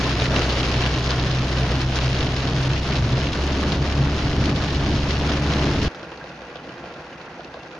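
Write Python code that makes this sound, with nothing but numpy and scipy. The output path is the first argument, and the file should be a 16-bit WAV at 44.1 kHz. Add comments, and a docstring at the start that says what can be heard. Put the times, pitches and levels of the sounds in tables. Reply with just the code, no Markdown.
"""Downpour inside a car.

First the car drives: drops hammer the windscreen and roof over the rumble of tyres on the
wet road and a slowly quickening engine, whose octave booms in the cabin's air resonance.
Then the scene cuts to a standing car, where lighter rain patters on the roof and glass.
Each drop is a brief crack of a panel followed by the cabin's short answer."""
import sys
import numpy as np
from scipy import signal
from scipy.fft import rfft, irfft, next_fast_len
from scipy.io import wavfile
from scipy.ndimage import map_coordinates

SR = 44100
rng = np.random.default_rng(int(sys.argv[2]) if len(sys.argv) > 2 else 0)


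def file_out(sig):
    """Save sig as 16-bit WAV at sys.argv[1]."""
    # one column per channel
    cols = np.atleast_2d(sig).T
    # limit, then scale
    lim = np.clip(cols, -1, 1)
    pcm = np.round(lim * 32767).astype(np.int16)
    wavfile.write(sys.argv[1], SR, pcm)


N = 343539


def amp(db):
    """Decibels to gain."""
    return 10 ** (np.asarray(db) / 20)


def unit(x):
    """Scale to rms 1."""
    return x / np.sqrt(np.mean(x ** 2) + 1e-20)


def along(points, hz):
    """(Hz, value) points read on a log axis."""
    points_hz, values = np.transpose(points)
    return np.interp(np.log(hz + 1), np.log(points_hz + 1), values)


def curves(rows):
    """One value per sample for each column after the time."""
    times_s, *columns = np.transpose(rows)
    return [np.interp(np.arange(N) / SR, times_s, column) for column in columns]


def wobble(rate_hz):
    """Smooth random curve, rate_hz knots a second."""
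    knots = rng.standard_normal(int(N * rate_hz / SR) + 4)
    return map_coordinates(knots, [np.arange(N) * rate_hz / SR])


def swells(rows):
    """Sum of bell curves. Each row: centre in seconds, half-width in seconds, height."""
    t = np.arange(N) / SR
    return sum(height * np.exp(-((t - at_s) / width_s) ** 2) for at_s, width_s, height in rows)


def filtered(x, response):
    """Apply a complex frequency response."""
    n = x.shape[-1]
    size = 2 * next_fast_len(n // 2 + SR // 20)
    return irfft(rfft(x, size) * response(np.fft.rfftfreq(size, 1 / SR)), size)[..., :n]


def coloured(x, spectrum):
    """Causal filter through (Hz, dB) points, so attacks stay sharp."""
    def response(hz):
        cepstrum = irfft(np.log(amp(along(spectrum, hz))))
        half = len(cepstrum) // 2
        return np.exp(rfft(np.r_[cepstrum[0], 2 * cepstrum[1:half]], 2 * half))
    return filtered(x, response)


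# Stereo width in the cabin. Each row: frequency in Hz, side minus mid in dB.
CABIN_WIDTH = [(60, -28), (170, -33), (350, -24), (700, -14.7), (1400, -7), (2300, -2), (3300, -2.2),
               (5000, -3.6), (7000, -6.5), (9500, -10)]


def stereo(pair):
    """Two unrelated signals become left and right: alike in the bass, apart in the treble."""
    def mid_side_gains(hz):
        angle = np.arctan(amp(along(CABIN_WIDTH, hz)))
        return np.array([np.cos(angle), np.sin(angle)])
    mid, side = filtered(pair, mid_side_gains)
    return np.array([mid + side, mid - side])


def impact(crack_t60_s, cabin_t60_s, cabin_db):
    """One drop at one spot: the panel cracks in its own register, the cabin answers briefly."""
    t = np.arange(SR // 10) / SR
    envelope = amp(-60 * t / crack_t60_s) + amp(cabin_db - 60 * t / cabin_t60_s)
    tint = [(hz, 2.1 * rng.normal()) for hz in (1300, 2000, 2800, 3900, 5600)]
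    ring = coloured(rng.standard_normal((2, len(t))) * envelope, tint)
    return ring / np.linalg.norm(ring)


def rain(per_s, spread_db, spots=40, **decay):
    """Drops of random size fall at random times on the spots of a panel."""
    falls = rng.random(N) < per_s / SR
    sizes = amp(spread_db * np.minimum(rng.standard_normal(N), 2.4))
    landing_spot = rng.integers(spots, size=N)
    patter = np.zeros((2, N))
    for spot in range(spots):
        hits = falls * sizes * (landing_spot == spot)
        patter += signal.oaconvolve(hits[None], impact(**decay), axes=1)[:, :N]
    return stereo(patter - patter.mean(axis=1, keepdims=True))


def fat_drops(rows, colour, focus_db, attack_s, **decay):
    """Single large drops, each ringing around its own pitch; level is rms over attack_s."""
    out = np.zeros((2, N + SR))
    for start_s, hz, db in rows:
        focus = [(hz / 2, -focus_db), (hz, 0), (hz * 2, -focus_db), (hz * 4, -2 * focus_db)]
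        hit = coloured(colour(stereo(impact(**decay))), focus)
        attack_rms = hit[:, :round(attack_s * SR)].std()
        out[:, round(start_s * SR):][:, :hit.shape[1]] += amp(db) * hit / attack_rms
    return out[:, :N]


# Road noise spectra. Each row: frequency in Hz, relative density in dB.
SHAKE_SPECTRUM = [(10, -5), (22, -0.5), (35, -7.5), (52, 3), (75, -2), (110, -0.5), (400, -100)]
TYRE_SPECTRUM = [(55, -26.5), (85, -5.5), (105, 0.5), (150, 6.5), (180, -1), (230, -3.5), (290, -1),
                 (400, -5), (520, -13), (900, -16.5), (3000, -110)]
THUD_SPECTRUM = [(30, -21), (60, 0), (95, 3.5), (125, 4.5), (160, -7), (260, -3.5), (500, -54),
                 (2000, -110)]
SURGE_SPECTRUM = [(120, -32), (200, -3.5), (285, 2.5), (340, -1.5), (420, -9.5), (600, -22.5), (1500, -77)]
# Patches of road. Each row: centre in seconds, half-width in seconds, level in dB.
ROUGH_PATCHES = [(3.05, .06, -21.5), (3.135, .025, -24), (4.26, .015, -21), (4.42, .05, -23),
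                 (4.53, .035, -23), (4.95, .025, -22), (5.8, .04, -26)]
WET_PATCHES = [(3.42, .07, -30), (3.6, .08, -30), (4.48, .06, -27), (4.9, .06, -31.5), (5.3, .06, -30),
               (5.7, .12, -31.5)]


def road():
    """Body shake and tyre roar grow with speed; rough patches thud and wet ones surge."""
    def rumble(spectrum):
        return unit(coloured(stereo(rng.standard_normal((2, N))), spectrum))

    def bursts(rows):
        return swells([(at_s, width_s, amp(db)) for at_s, width_s, db in rows])

    pace = speed()
    shake = amp(-34 + 3.5 * pace + 2.3 * wobble(5.01)) * rumble(SHAKE_SPECTRUM)
    roar = amp(-28.5 + 2.5 * pace + 1.2 * wobble(12)) * rumble(TYRE_SPECTRUM)
    thuds = bursts(ROUGH_PATCHES) * rumble(THUD_SPECTRUM)
    surges = bursts(WET_PATCHES) * rumble(SURGE_SPECTRUM)
    return shake + roar + thuds + surges


# Firing tone. Each row: time in seconds, firing rate in Hz, level in dB.
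FIRING_TONE = [(0, 63.14, -28), (0.8, 62.9, -25), (1.7, 63.92, -27.5), (3.1, 64.94, -28),
               (3.28, 67.36, -31), (3.45, 68.73, -26.5), (4.1, 70.06, -28.5), (4.5, 69.75, -29),
               (5.85, 69.86, -26.5)]
# Weak engine orders. Each row: multiple of the firing rate, dB at lowest speed, dB at full speed.
WEAK_ORDERS = [(.5, -48, -45), (1.5, -55, -43), (3, -41, -36.5), (4, -45.5, -38), (4.23, -48.5, -38)]
# Swells and sags of the boom. Each row: centre in seconds, half-width in seconds, gain in dB.
BOOM_SWINGS = [(.03, .06, -5), (.26, .08, 5), (.7, .2, 2.5), (1.12, .1, 2.5), (2.7, .035, 5),
               (2.82, .04, -4), (3.26, .06, -6), (3.45, .09, 3), (3.64, .09, 4), (4.02, .055, 8),
               (4.16, .04, -5)]


def engine(cabin_hz=130.3, cabin_width_hz=11.6, boom_db=-27):
    """The firing tone hums; its octave booms until it climbs out of the cabin's air resonance."""
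    firing_hz, firing_db = curves(FIRING_TONE)
    pace = speed()
    phase = 2 * np.pi * np.cumsum(firing_hz) / SR

    def order(multiple, db, roughness):
        flutter = 1 + roughness * (wobble(12) + 1j * wobble(12))
        return -np.sqrt(2) * amp(db) * np.real(flutter * np.exp(1j * multiple * phase))

    detuning = (2 * firing_hz - cabin_hz) / (cabin_width_hz / 2)
    octave_db = boom_db - 10 * np.log10(1 + detuning ** 2) + swells(BOOM_SWINGS)
    hum = order(1, firing_db, roughness=.21)
    boom = order(2, octave_db, roughness=.2 + .25 * pace)
    weak = sum(order(multiple, slow_db + pace * (fast_db - slow_db), roughness=.29)
               for multiple, slow_db, fast_db in WEAK_ORDERS)
    return hum + boom + weak


def speed():
    """The car's pace follows the engine: 0 at its slowest, 1 at full speed."""
    firing_hz, _ = curves(FIRING_TONE)
    return (firing_hz - firing_hz.min()) / np.ptp(firing_hz)


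# Drops ringing on the bodywork. Each row: start in seconds, pitch in Hz, peak in dB.
STEEL_PLINKS = [(6.122, 2750, -40), (6.213, 1620, -31.5), (6.59, 2950, -40), (6.693, 2900, -42),
                (7.127, 2930, -38.5), (7.407, 1450, -34), (7.445, 2650, -39), (7.607, 2720, -38)]


def plinks(t60_s):
    """Each drop wakes one short-lived mode of the thin steel."""
    out = np.zeros((2, N + SR))
    t = np.arange(SR // 8) / SR
    for start_s, hz, db in STEEL_PLINKS:
        channel_phase = rng.normal(0, .28, (2, 1))
        ring = amp(db - 60 * t / t60_s) * np.sin(2 * np.pi * hz * t + channel_phase)
        out[:, round(start_s * SR):][:, :len(t)] += ring
    return out[:, :N]


# Roof and cabin modes. Each row: centre in Hz, bandwidth in Hz, gain in dB.
ROOF_MODES = [(66, 6, 2), (184, 40, 1.5), (329, 43, 6), (490, 76, 5.5), (702, 116, 3), (1095, 150, -3),
              (1396, 100, 2), (1627, 86, 2), (2520, 460, -4.5), (4800, 1770, -17)]


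def roof_panel(x):
    """The roof and the cabin under it ring in modes of alternating sign."""
    def response(hz):
        return sum((-1) ** k * amp(db) * 1j * hz * width_hz / (mode_hz**2 - hz**2 + 1j * hz * width_hz)
                   for k, (mode_hz, width_hz, db) in enumerate(ROOF_MODES))
    return filtered(x, response)


# Rain strength, car standing. Each row: time in seconds, roof and windscreen in relative dB.
SHOWER_STRENGTH = [(5.9, -39, -45), (6.4, -41, -48.5), (6.8, -39.5, -48), (7.79, -41, -48)]
# Panel spectra, car standing. Each row: frequency in Hz, relative density in dB.
SHOWER_ROOF_SPECTRUM = [(22, -32), (35, -13), (45, -20), (64, -0.5), (85, -10), (120, -5), (177, -1),
                        (216, -7), (330, -3.5), (389, -8), (523, -5.5), (626, -11), (800, -5.5), (989, -10),
                        (1590, -16), (2000, -13.5), (2600, -46), (4400, -120)]
SHOWER_GLASS_SPECTRUM = [(400, -23), (1300, -10), (1900, -1), (2200, -1.5), (2700, 0.5), (3000, -7),
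                         (3250, -6.5), (4500, -11), (6000, -10.5), (7200, -23), (9000, -32), (11000, -40)]
# Fat drops on the roof. Each row: start in seconds, pitch in Hz, level in dB.
ROOF_PLOPS = [(5.945, 1400, -41.5), (5.983, 800, -39), (6.029, 850, -37), (6.064, 500, -39),
              (6.117, 900, -38.5), (6.241, 600, -35.5), (6.49, 480, -39), (6.555, 800, -36),
              (6.671, 220, -40), (6.689, 270, -39), (6.835, 480, -36.5), (7.275, 1050, -40.5),
              (7.391, 680, -36), (7.445, 300, -40), (7.541, 750, -35), (7.567, 700, -37)]


def shower():
    """On the standing car the drops are fewer and softer, and the roof's resonances come through."""
    roof_db, glass_db = curves(SHOWER_STRENGTH)
    taps = rain(per_s=700, spread_db=3, crack_t60_s=.024, cabin_t60_s=.11, cabin_db=-5)
    wash = rain(per_s=1500, spread_db=.5, crack_t60_s=.019, cabin_t60_s=.1, cabin_db=-5)
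    ticks = rain(per_s=900, spread_db=4, crack_t60_s=.008, cabin_t60_s=.06, cabin_db=-10)
    roof_ring = amp(roof_db - 1.5) * unit(roof_panel(taps))
    roof_wash = amp(roof_db - 1) * unit(coloured(wash, SHOWER_ROOF_SPECTRUM))
    glass = amp(glass_db - 1.5) * unit(coloured(ticks, SHOWER_GLASS_SPECTRUM))
    plops = fat_drops(ROOF_PLOPS, roof_panel, focus_db=11, attack_s=.015,
                      crack_t60_s=.024, cabin_t60_s=.09, cabin_db=-9)
    return roof_ring + roof_wash + glass + plops + plinks(t60_s=.055)


# Lulls in the rain. Each row: centre in seconds, loss in dB.
RAIN_LULLS = [(.15, 5), (.29, 3.5), (.92, 2), (1.34, 0.5), (1.875, 3.5), (2.66, -1), (2.811, 3), (3.02, 2),
              (3.305, 4), (3.8, 6), (4.11, 3.5), (4.54, 3.5), (5.01, 5), (5.42, 2)]


def lull_loss_db(width_s=.022):
    """The rain falls away briefly in each lull."""
    return swells([(at_s, width_s, db) for at_s, db in RAIN_LULLS])


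# Prominent spray ticks. Each row: start in seconds, relative level in dB.
SPRAY_BURSTS = [(.0938, -38), (.221, -41), (.63, -41), (.864, -40), (1.0421, -42), (1.23, -42),
                (1.7171, -42), (1.8109, -40), (1.957, -39), (3.4377, -41), (3.4646, -41), (3.6043, -41),
                (4.4135, -41), (4.4564, -42), (4.5611, -41), (5.1897, -41), (5.8312, -41)]
# Spray spectrum. Each row: frequency in Hz, relative density in dB.
SPRAY_SPECTRUM = [(1500, -40), (3500, -10), (5200, 0), (6300, -2), (7200, -6), (9000, -10), (11000, -18),
                  (13000, -24)]


def spray(tick_hz=6500):
    """Fast drops burst on the windscreen with tiny bright ticks: a few stand out, the rest prickle."""
    _, glass_db = curves(DOWNPOUR_STRENGTH)
    bright = lambda x: coloured(x, SPRAY_SPECTRUM)
    drops = rain(per_s=250, spread_db=3.5, spots=12, crack_t60_s=.004, cabin_t60_s=.03, cabin_db=-22)
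    prickle = amp(glass_db - 21 - lull_loss_db()) * unit(bright(drops))
    bursts = [(start_s, tick_hz, db) for start_s, db in SPRAY_BURSTS]
    ticks = fat_drops(bursts, bright, focus_db=2, attack_s=.002,
                      crack_t60_s=.007, cabin_t60_s=.03, cabin_db=-20)
    return prickle + amp(1) * ticks


# Fat drops on the glass. Each row: start in seconds, pitch in Hz, relative level in dB.
GLASS_SPLATS = [(.042, 3800, -27), (.0936, 4200, -26.5), (.2208, 2500, -21.5), (.2554, 2400, -24.5),
                (.3627, 2900, -21.5), (.4972, 3800, -23), (.6301, 3100, -24.5), (.742, 2500, -26),
                (.8073, 4100, -26.5), (.8365, 2800, -23.5), (.8618, 2900, -20), (1.0421, 4800, -28),
                (1.1048, 3400, -21.5), (1.1968, 3300, -26), (1.314, 4400, -26.5), (1.3858, 1900, -28),
                (1.8159, 2700, -26.5), (1.9573, 4800, -25.5), (2.2065, 2900, -26), (2.365, 5000, -28.5),
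                (2.4733, 3900, -27.5), (2.7044, 2300, -27.5), (2.7635, 2000, -27), (2.9256, 2400, -25.5),
                (2.956, 3500, -27.5), (3.1278, 3200, -29.5), (3.2696, 2300, -25.5), (3.7197, 3300, -24),
                (4.4565, 3900, -25), (4.561, 3400, -27), (4.6813, 2500, -28.5), (4.7053, 3200, -28),
                (4.8614, 2500, -26), (5.107, 3900, -31), (5.2936, 2700, -27), (5.8315, 5200, -28),
                (5.8482, 5200, -29.5), (5.8642, 2800, -30.5), (5.947, 3600, -40), (6.0298, 2900, -39.5),
                (6.1186, 2400, -40), (6.174, 4200, -43), (6.2413, 2200, -41.5), (6.2917, 4400, -44.5),
                (6.4858, 2000, -43), (6.5017, 2400, -43), (6.5563, 3400, -36), (6.5691, 2800, -40.5),
                (6.6913, 2200, -41.5), (6.7207, 2500, -43), (6.8395, 2500, -43), (6.939, 4500, -44),
                (7.2136, 3500, -43.5), (7.3423, 2000, -44), (7.4062, 3000, -42), (7.4456, 4200, -41),
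                (7.541, 3400, -41), (7.632, 4500, -44.5), (7.714, 2200, -43)]


def splats(splash_delay_s=.008, splash_loss_db=7.5):
    """Fat drops smack the windscreen, moving or standing; part of each splashes down again."""
    glass = lambda x: coloured(x, WINDSCREEN_SPECTRUM)
    scatter = rng.random((len(GLASS_SPLATS), 2))
    splashes = [(start_s + splash_delay_s * (.5 + late), hz * 2 ** (up - .5), db - splash_loss_db)
                for (start_s, hz, db), (late, up) in zip(GLASS_SPLATS, scatter)]
    return amp(-.5) * fat_drops(GLASS_SPLATS + splashes, glass, focus_db=7, attack_s=.0035,
                                crack_t60_s=.021, cabin_t60_s=.06, cabin_db=-16)


# Rain strength, car moving. Each row: time in seconds, roof and windscreen in relative dB.
DOWNPOUR_STRENGTH = [(0, -27, -31), (0.72, -27.5, -30.5), (1.0, -29.5, -33), (1.45, -30.5, -34.5),
                     (2.2, -29.5, -33), (2.65, -31.5, -34.5), (3.55, -29, -34.5), (4.15, -30.3, -35.5),
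                     (4.9, -31, -35), (5.3, -29, -34), (5.8, -30.0, -34)]
# Sheets of water slapping the car. Each row: centre in seconds, half-width in seconds, roof gain in dB.
WATER_SHEETS = [(.36, 0.044, 3), (1.12, 0.03, 4.5), (1.2, 0.028, 2.5), (1.72, 0.093, 2.5), (2.02, 0.087, 0),
                (2.46, 0.031, 2), (2.9, 0.023, 2), (3.1, 0.058, 0), (4.48, 0.037, 2.5), (5.28, 0.061, 1.5),
                (5.64, 0.07, 4)]
# Roof patter, deep roof drumming and glass spectra. Each row: frequency in Hz, relative density in dB.
ROOF_SPECTRUM = [(150, -46.5), (350, -0.5), (500, -0.5), (690, 3), (790, -2), (1050, -1), (1350, -2.5),
                 (1750, -5), (2300, -9), (4000, -39.5), (9000, -100)]
DRUM_SPECTRUM = [(90, -30.5), (165, -1.5), (260, -0.5), (370, -1), (520, -4.5), (1000, -45)]
WINDSCREEN_SPECTRUM = [(300, -49), (1000, -7.5), (1700, -6.5), (2200, -2.5), (2700, -0.5), (3600, -2.5),
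                       (4500, -3), (5400, -6.5), (6300, -12), (7200, -19), (9000, -30), (11000, -39)]


def downpour(drum_db_per_rain_db=3.25, glass_sheet_share=.38):
    """The moving car runs into sheets of rain: dense drumming above, sharp spatter in front."""
    roof_rain_db, glass_rain_db = curves(DOWNPOUR_STRENGTH)
    patter = rain(per_s=2500, spread_db=2, crack_t60_s=.0092, cabin_t60_s=.085, cabin_db=-13.5)
    spatter = rain(per_s=2300, spread_db=4.7, crack_t60_s=.006, cabin_t60_s=.05, cabin_db=-13)
    sheets_db = swells(WATER_SHEETS)
    gusts_db = .46 * wobble(12) - lull_loss_db()
    clumps_db = wobble(35)  # drops arrive in clumps
    thumps = rain(per_s=600, spread_db=2, crack_t60_s=.017, cabin_t60_s=.091, cabin_db=-15)
    easing_db = roof_rain_db - roof_rain_db.max()
    roof_db = roof_rain_db - 1.5 + sheets_db + gusts_db + .41 * clumps_db
    drum_db = -30.5 + drum_db_per_rain_db * easing_db + sheets_db + gusts_db
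    glass_db = glass_rain_db + 2 + glass_sheet_share * sheets_db + gusts_db + clumps_db
    roof = amp(roof_db) * unit(coloured(patter, ROOF_SPECTRUM))
    drum = amp(drum_db) * unit(coloured(thumps, DRUM_SPECTRUM))
    glass = amp(glass_db) * unit(coloured(spatter, WINDSCREEN_SPECTRUM))
    return roof + drum + glass


def scene(cut_s=5.883, fade_s=.002):
    """The drive, then an abrupt cut to the standing car, where the rain leans slightly right."""
    moving = np.clip((cut_s - np.arange(N) / SR) / fade_s, 0, 1)
    driving = amp([[.08], [-.08]]) * (engine() + road() + downpour() + spray())
    standing = amp([[-.35], [.35]]) * shower()
    return moving * driving + (1 - moving) * standing + splats()


# Treble notch and roll-off. Each row: frequency in Hz, gain in dB.
TREBLE_RESPONSE = [(7000, 0), (7450, -4), (7800, -17), (8050, -21), (8400, -6), (9000, 0), (11000, 0),
                   (12300, -8), (13400, -22)]


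def record(dry):
    """The left channel leads slightly; the top treble is dulled and ends at a band limit."""
    lead_s, limit_hz = np.array([[.55], [0]]) / SR, 13400

    def response(hz):
        treble = amp(along(TREBLE_RESPONSE, hz)) * (hz < limit_hz)
        return treble * np.exp(2j * np.pi * hz * lead_s)
    return filtered(dry, response)


dry = scene()
out = record(dry)
file_out(out)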